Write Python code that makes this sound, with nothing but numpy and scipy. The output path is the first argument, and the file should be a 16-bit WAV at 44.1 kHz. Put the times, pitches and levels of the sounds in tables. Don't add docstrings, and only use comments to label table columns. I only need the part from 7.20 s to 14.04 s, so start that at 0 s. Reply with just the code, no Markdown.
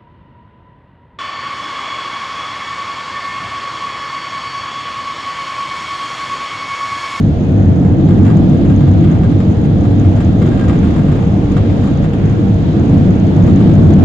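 import sys
import numpy as np
from scipy import signal
from scipy.fft import rfft, irfft, next_fast_len
from scipy.io import wavfile
from scipy.ndimage import uniform_filter1d, minimum_filter1d

SR = 44100
rng = np.random.default_rng(int(sys.argv[2]) if len(sys.argv) > 2 else 0)


def log_audio(samples):
    frames = np.atleast_2d(samples).T
    limited = np.clip(frames, -1, 1)
    pcm = np.round(limited * 32767).astype(np.int16)
    wavfile.write(sys.argv[1], SR, pcm)


N = 301644

# t/s, boom level/dB, roar level/dB, hiss level/dB
JET_LEVELS = [(0.0, -13.5, -14, -42), (0.2, -15, -13, -41.5), (0.45, -11.5, -10, -40.5),
              (0.75, -13, -10, -42), (1.0, -11.5, -7.5, -39.5), (1.45, -12.5, -9, -40.5),
              (1.8, -11.5, -9.5, -39.5), (2.2, -14, -11.5, -39.5), (2.7, -14, -11, -40.5),
              (3.0, -14.5, -12, -39), (3.4, -13.5, -11, -38), (4.2, -14.5, -13.5, -38.5),
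              (4.8, -14, -12.5, -38.5), (4.92, -16.5, -17.5, -39.5), (5.05, -15, -12, -38.5),
              (5.5, -14.5, -13.5, -38.5), (5.65, -13.5, -10, -39), (6.0, -15.5, -10.5, -38.5),
              (6.35, -12.5, -7, -37.5), (6.8, -9, -5, -35)]
# t/s, drone level/dB, rumble level/dB
SLOW_SWELLS = [(0, -28.5, -24), (.5, -24.5, -25.5), (1.0, -21.5, -26.5), (1.35, -24, -26),
               (1.7, -23.5, -24.5), (2.3, -24.5, -24), (2.9, -24.5, -23), (3.6, -23, -23.5),
               (4.2, -24.5, -25), (4.8, -25.5, -25.5), (5.3, -25.5, -21.5), (5.7, -24, -21.5),
               (6.1, -22.5, -26.5), (6.5, -20, -22), (6.84, -19.5, -24.5)]
# f/Hz, width/Hz, level/dB
CABIN_BOOM = [(97, 32, 0), (81, 16, -6), (113.4, 20, -4)]
PANEL_ROAR = [(142.8, 24, -1), (159.8, 24, -1), (192.8, 36, 0), (238.7, 28, -4), (284.7, 44.2, -5),
              (324.9, 37, -9)]
# f/Hz, level/dB
RUMBLE_COLOUR = [(8.8, -43.5), (15, -15), (24, -9), (32, -5.5), (54, -6.5), (70, -4), (91, -31.5),
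                 (150, -120)]
DRONE_COLOUR = [(200, -31), (340, -3), (404, -6.5), (461, -6.5), (556, -10), (693, -11), (852, -18),
                (1100, -37.5), (1430, -56.5), (2420, -120)]
HISS_COLOUR = [(600, -28.5), (900, -4), (1080, -3.5), (1400, -5.5), (1700, -8), (2400, -12), (2800, -13.5),
               (3400, -13), (3800, -15.5), (4190, -19), (5740, -26.5), (6610, -28.5), (8210, -34),
               (9660, -46), (11500, -55.5), (15500, -58.5)]
# f/Hz, likeness (-1 to 1)
MIC_LIKENESS = [(25, .99), (60, .985), (130, .95), (290, .83), (640, .47), (1100, 0), (1600, -.05),
                (3100, .07), (6800, -.05), (12000, .3)]
# f/Hz, level/dB
LEFT_EXTRA = [(30, 0), (80, 0), (130, .9), (250, -.6), (700, -.4), (1300, -1.5), (2400, .8), (4400, 1.5),
              (6600, 4), (9000, -1)]
# f/Hz, level/dB halfway through
BLADE_TONES = [(467.5, -35.5), (936, -57)]
# t/s of the peak, f/Hz, level/dB
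AIR_THROBS = [(.42, 97.3, -6.5), (.51, 91.8, -9), (.72, 87, -9.5), (.91, 100.4, -5.5), (1.02, 98.8, -3),
              (1.27, 182, -6.5), (1.4, 104, -9), (1.55, 95.8, -8.5), (1.65, 140.5, -8.5), (1.72, 96.5, -3),
              (2.0, 94.3, -8.5), (2.17, 98, -7.5), (2.56, 92.3, -10), (2.9, 96, -8), (3.08, 86, -10.5),
              (3.479, 110.4, -12.5), (3.66, 84, -11), (3.9, 148.7, -8.5), (4.33, 84.5, -10),
              (5.62, 90, -11.5), (5.92, 97, -10.5), (6.06, 100, -6), (6.21, 99.4, -9.5), (6.34, 95.7, -3),
              (6.65, 98.3, -7)]
# t/s, level/dB
LOUD_TICKS = [(0.4305, -42), (0.8725, -47), (1.0311, -36), (1.0511, -40), (1.1598, -45), (1.172, -34),
              (1.297, -38), (1.3728, -43), (1.563, -35), (1.7145, -39), (1.8098, -39), (1.9151, -38),
              (2.3262, -43), (2.4145, -43), (2.439, -37), (2.61, -38), (2.7851, -40), (2.7981, -34),
              (3.0485, -38), (3.2017, -40), (3.2645, -39), (3.2895, -37), (3.485, -35), (3.5903, -36),
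              (3.6302, -44), (3.712, -41), (4.2463, -44), (4.3211, -40), (4.7621, -44), (4.7746, -37),
              (4.8365, -47), (5.0579, -38), (5.0994, -40), (5.3438, -38), (5.5977, -39), (5.6616, -46),
              (5.6965, -41), (5.7813, -41), (5.907, -39), (5.9549, -41), (5.9998, -38), (6.0687, -39),
              (6.15, -41), (6.1654, -37), (6.2248, -41), (6.2383, -36), (6.2687, -37), (6.3316, -38),
              (6.361, -34), (6.4004, -38), (6.5381, -38), (6.5528, -33), (6.6723, -38), (6.7072, -37),
              (6.7376, -33)]
# t/s, shake level/dB, clear ring level/dB
RATTLE_BURSTS = [(0.6494, -48, -49), (0.8, -49, -41), (0.887, -43.5, -40), (0.909, -49, -38),
                 (0.975, -55, -48), (1.052, -43, -40), (1.067, -46, -46), (1.081, -46, -46),
                 (1.102, -42, -37), (1.17, -49.5, -38), (1.234, -52, -43), (1.3017, -51, -46),
                 (1.326, -50, -46), (1.345, -59, -44), (1.41, -56.5, -39), (1.45, -48, -37.5),
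                 (1.499, -43, -36), (1.608, -48, -38), (1.677, -44, -55.5), (1.8402, -43.5, -44),
                 (1.901, -48, -44), (1.9232, -47, -46), (1.951, -47, -45), (2.0348, -42, -34),
                 (2.204, -41.5, -37), (2.102, -50, -46), (2.119, -50.5, -46.5), (2.448, -48, -47),
                 (2.6356, -49, -41), (2.6533, -47, -37), (2.7104, -49, -48), (2.8002, -50, -46),
                 (2.8496, -46, -45), (2.9593, -50, -42), (2.975, -51, -40), (3.005, -41.5, -35),
                 (3.218, -38.5, -28.5), (3.2574, -44, -42), (3.272, -50, -36), (3.302, -54, -42),
                 (3.318, -53, -37), (3.334, -56, -38), (3.35, -55, -39), (3.375, -49, -35),
                 (3.3946, -41.5, -34), (3.412, -47, -30), (3.44, -43.5, -35), (3.482, -38.5, -42),
                 (3.497, -41, -39), (3.53, -45, -38), (3.555, -49, -44), (3.634, -48, -43),
                 (3.644, -47, -42), (3.671, -49.5, -48), (3.705, -48, -47), (3.7414, -45, -44),
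                 (3.764, -47.5, -44), (3.781, -50, -47), (3.793, -49, -43), (3.853, -50, -45),
                 (3.884, -46, -42), (3.919, -41.5, -33), (3.956, -45, -44), (3.992, -47, -43),
                 (4.026, -49, -48), (4.3167, -47, -48), (4.3677, -39.5, -32), (4.381, -51, -43),
                 (4.452, -52, -37), (4.5, -48.5, -40), (4.553, -53, -45.5), (4.5777, -53, -48),
                 (4.6365, -47, -39), (4.676, -46, -46), (4.8306, -49, -46), (4.8426, -44, -40),
                 (4.934, -44, -41), (5.096, -48, -54), (6.1626, -49, -49), (6.277, -41, -44),
                 (6.3062, -49, -48), (6.405, -43.5, -31), (6.496, -45.5, -44), (6.677, -49, -45)]
# f/Hz, time to fade 60 dB/s, left level/dB, right level/dB
CLATTER_RINGS = [(1185, 0.014, -3.5, -4), (1235, 0.023, -3.5, -2), (1413, 0.021, -5.5, -1),
                 (1880, 0.0094, 0, -0.5), (2110, 0.059, -14.5, -13.5), (2360, 0.0083, -4, -7.5),
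                 (2690, 0.015, -7.5, -11), (3120, .014, -9, -13.5), (3480, 0.0039, -10, -13)]
CLEAR_RINGS = [(1610, 0.09, -12.5, -7), (1665, .03, -24, -20)]
CRACK_RINGS = [(4700, 0.0081, -0.5, -3.5), (6980, 0.0066, 6.5, -3.5), (8250, .004, -11.5, -10.5)]


def undb(db):
    return 10 ** (np.asarray(db) / 20)


def look_up(table, hz):
    at, value = np.transpose(table)
    return np.interp(np.log(hz), np.log(at), value)


def wander(per_s):
    hold = int(SR / per_s)
    steps = np.repeat(rng.standard_normal(N // hold + 1), hold)
    smooth = uniform_filter1d(uniform_filter1d(steps, hold), hold)[:N]
    return smooth / np.sqrt(np.mean(smooth ** 2))


def colour(table):
    return lambda hz: undb(look_up(table, hz)) * (hz > table[0][0]) * (hz < table[-1][0])


def resonances(table):
    return lambda hz: np.sqrt(sum(undb(db) ** 2 / (1 + ((hz - centre) * 2 / width) ** 2) ** 2
                                  for centre, width, db in table))


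def air_noise(gain_at, flicker_db, per_s, bands_hz):
    size = next_fast_len(N)
    hz = np.maximum(np.arange(size // 2 + 1) * SR / size, 1)
    alike = np.clip(look_up(MIC_LIKENESS, hz), -1, 1)
    mid, side = rfft(rng.standard_normal((2, size))) * gain_at(hz)
    mid, side = mid * np.sqrt(1 + alike), side * np.sqrt(1 - alike)
    mics = np.array([mid + side, mid - side]) * undb(np.outer([.5, -.5], look_up(LEFT_EXTRA, hz)))
    left_early_s = .00006
    mics = mics * np.exp(1j * np.pi * left_early_s * np.outer([1, -1], hz))
    place = np.interp(np.log(hz), np.log(bands_hz), np.arange(len(bands_hz)))
    noise = 0
    for band in range(len(bands_hz)):
        share = np.cos(np.clip(place - band, -1, 1) * np.pi / 2) ** 2
        noise += undb(flicker_db * wander(per_s)) * irfft(mics * share, size)[:, :N]
    return noise / np.sqrt(np.mean(noise.mean(axis=0) ** 2))


def gains_over_time(table):
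    times, *levels = np.transpose(table)
    return [undb(np.interp(np.arange(N) / SR, times, db)) for db in levels]


def air_jets():
    boom, roar, hiss = gains_over_time(JET_LEVELS)
    drone, rumble = gains_over_time(SLOW_SWELLS)
    return (rumble * air_noise(colour(RUMBLE_COLOUR), flicker_db=.35, per_s=3.6, bands_hz=[20, 60])
            + boom * air_noise(resonances(CABIN_BOOM), 1.2, 12, [80, 120])
            + roar * air_noise(resonances(PANEL_ROAR), .93, 12, [150, 220, 300])
            + drone * air_noise(colour(DRONE_COLOUR), 1.3, 10, [400, 600, 900])
            + hiss * air_noise(colour(HISS_COLOUR), 1.1, 9, [1000, 1600, 2500, 4000, 6500, 10000]))


def fan_hum():
    nearing_db = .9 * (np.arange(N) - N / 2) / SR
    hum = 0
    for hz, db in BLADE_TONES:
        pitch = hz * (1 + .003 * wander(6))
        gain = undb(db + nearing_db + 2.5 * wander(6))
        hum += gain * np.sqrt(2) * np.sin(2 * np.pi * np.cumsum(pitch) / SR)
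    return hum


def whistle():
    start_s, length_s, swell_s, settle_s = .18, .42, .07, .06
    age = np.maximum(np.arange(N) / SR - start_s, 0)
    fade_in_out = np.clip(np.minimum(age, length_s - age) / swell_s, 0, 1)
    gain = fade_in_out * undb(-43 - 8 * age / length_s)
    hz = 2550 - 230 * np.exp(-age / settle_s)
    mics = np.array([[1], [-.4]])
    return mics * gain * np.sin(2 * np.pi * np.cumsum(hz) / SR)


def cabin_throbs():
    t, swell_s = np.arange(N) / SR, .033
    skew = np.array([[.12], [-.12]])
    throbs = 0
    for peak_s, hz, db in AIR_THROBS:
        swell = undb(db) * np.exp(-((t - peak_s) / swell_s) ** 2 / 2)
        phase = 2 * np.pi * (hz * (t - peak_s) + rng.random())
        throbs += swell * np.sin(phase + skew)
    return throbs


def knocks(per_s, scatter_db):
    chance, size, sign = rng.random((3, N))
    return (chance < per_s / SR) * undb(-scatter_db * np.log(size + .043)) * np.sign(sign - .5)


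def ring(blows, hz, fade_s):
    decay, turn = np.exp(-np.log(1000) / (fade_s * SR)), 2 * np.pi * hz / SR
    return signal.lfilter([0, np.sin(turn)], [1, -2 * decay * np.cos(turn), decay ** 2], blows)


def small_ticks(shaking):
    slow_shaking = signal.sosfilt(signal.butter(2, 160, fs=SR, output="sos"), shaking)
    peaks = signal.find_peaks(slow_shaking)[0]
    blows = undb(-66.5) * knocks(per_s=300, scatter_db=2)
    blows[peaks] += undb(-53 + 6.4 * rng.standard_normal(N).clip(-3, 1.5))[peaks]
    for start_s, db in LOUD_TICKS:
        blows[int(start_s * SR)] += undb(db)
    tick_hz = 6536
    tick = ring(signal.unit_impulse(SR // 50), tick_hz, fade_s=.0062)
    tick = ring(tick, tick_hz, fade_s=.0017)
    mics = undb([[0], [-19.5]])
    return np.convolve(blows, tick / tick.max())[:N] * mics / mics.mean()


def trim_rattles():
    shake = undb(np.array([[-66], [-58], [-68]]) + 2.7 * wander(13))
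    age = np.arange(SR // 4) / SR
    burst_s, linger_s, crack_below_db = .018, .052, 16.5
    patter = undb(-15) * np.exp(-age / linger_s)
    fade = np.exp(-(age / burst_s) ** 2) + np.outer([1, 0, 1], patter)
    chatter = .4 * knocks(1500, 2.1) + .79 * np.array([knocks(1500, 3), knocks(1500, 1.3)])
    for start_s, shake_db, clear_db in RATTLE_BURSTS:
        start = int(start_s * SR)
        strength = undb([[shake_db], [clear_db], [shake_db - crack_below_db]])
        shake[:, start:start + len(age)] += strength * fade[:, :N - start]
        chatter[:, start] += 2.3
    chatter = signal.sosfilt(signal.butter(6, 9000, fs=SR, output="sos"), chatter)
    squeak_hz = CLEAR_RINGS[0][0] * (1 + .004 * wander(25))
    squeak = undb(-45) * np.sin(2 * np.pi * np.cumsum(squeak_hz) / SR)
    pushes = (chatter, undb(-5) * chatter + squeak, chatter)
    rattle = 0
    for force, push, rings in zip(shake, pushes, (CLATTER_RINGS, CLEAR_RINGS, CRACK_RINGS)):
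        for hz, fade_s, *mic_db in rings:
            rattle += undb(mic_db)[:, None] * ring(force * push, hz, fade_s)
    return rattle


def scene():
    air = air_jets() + cabin_throbs()
    return air + fan_hum() + whistle() + trim_rattles() + small_ticks(air[0])


def record(dry):
    span, ceiling, top_hz = int(.0045 * SR), 1.155, 15500
    allowed = np.minimum(1, ceiling / (np.abs(dry).max(axis=0) + 1e-9))
    gain = minimum_filter1d(allowed, span)
    gain = uniform_filter1d(uniform_filter1d(gain, span // 2), span // 2)
    clipped = np.clip(dry * gain, -1, 1)
    return signal.sosfilt(signal.ellip(8, .1, 70, top_hz, fs=SR, output="sos"), clipped)


dry = scene()
out = record(dry)
log_audio(out)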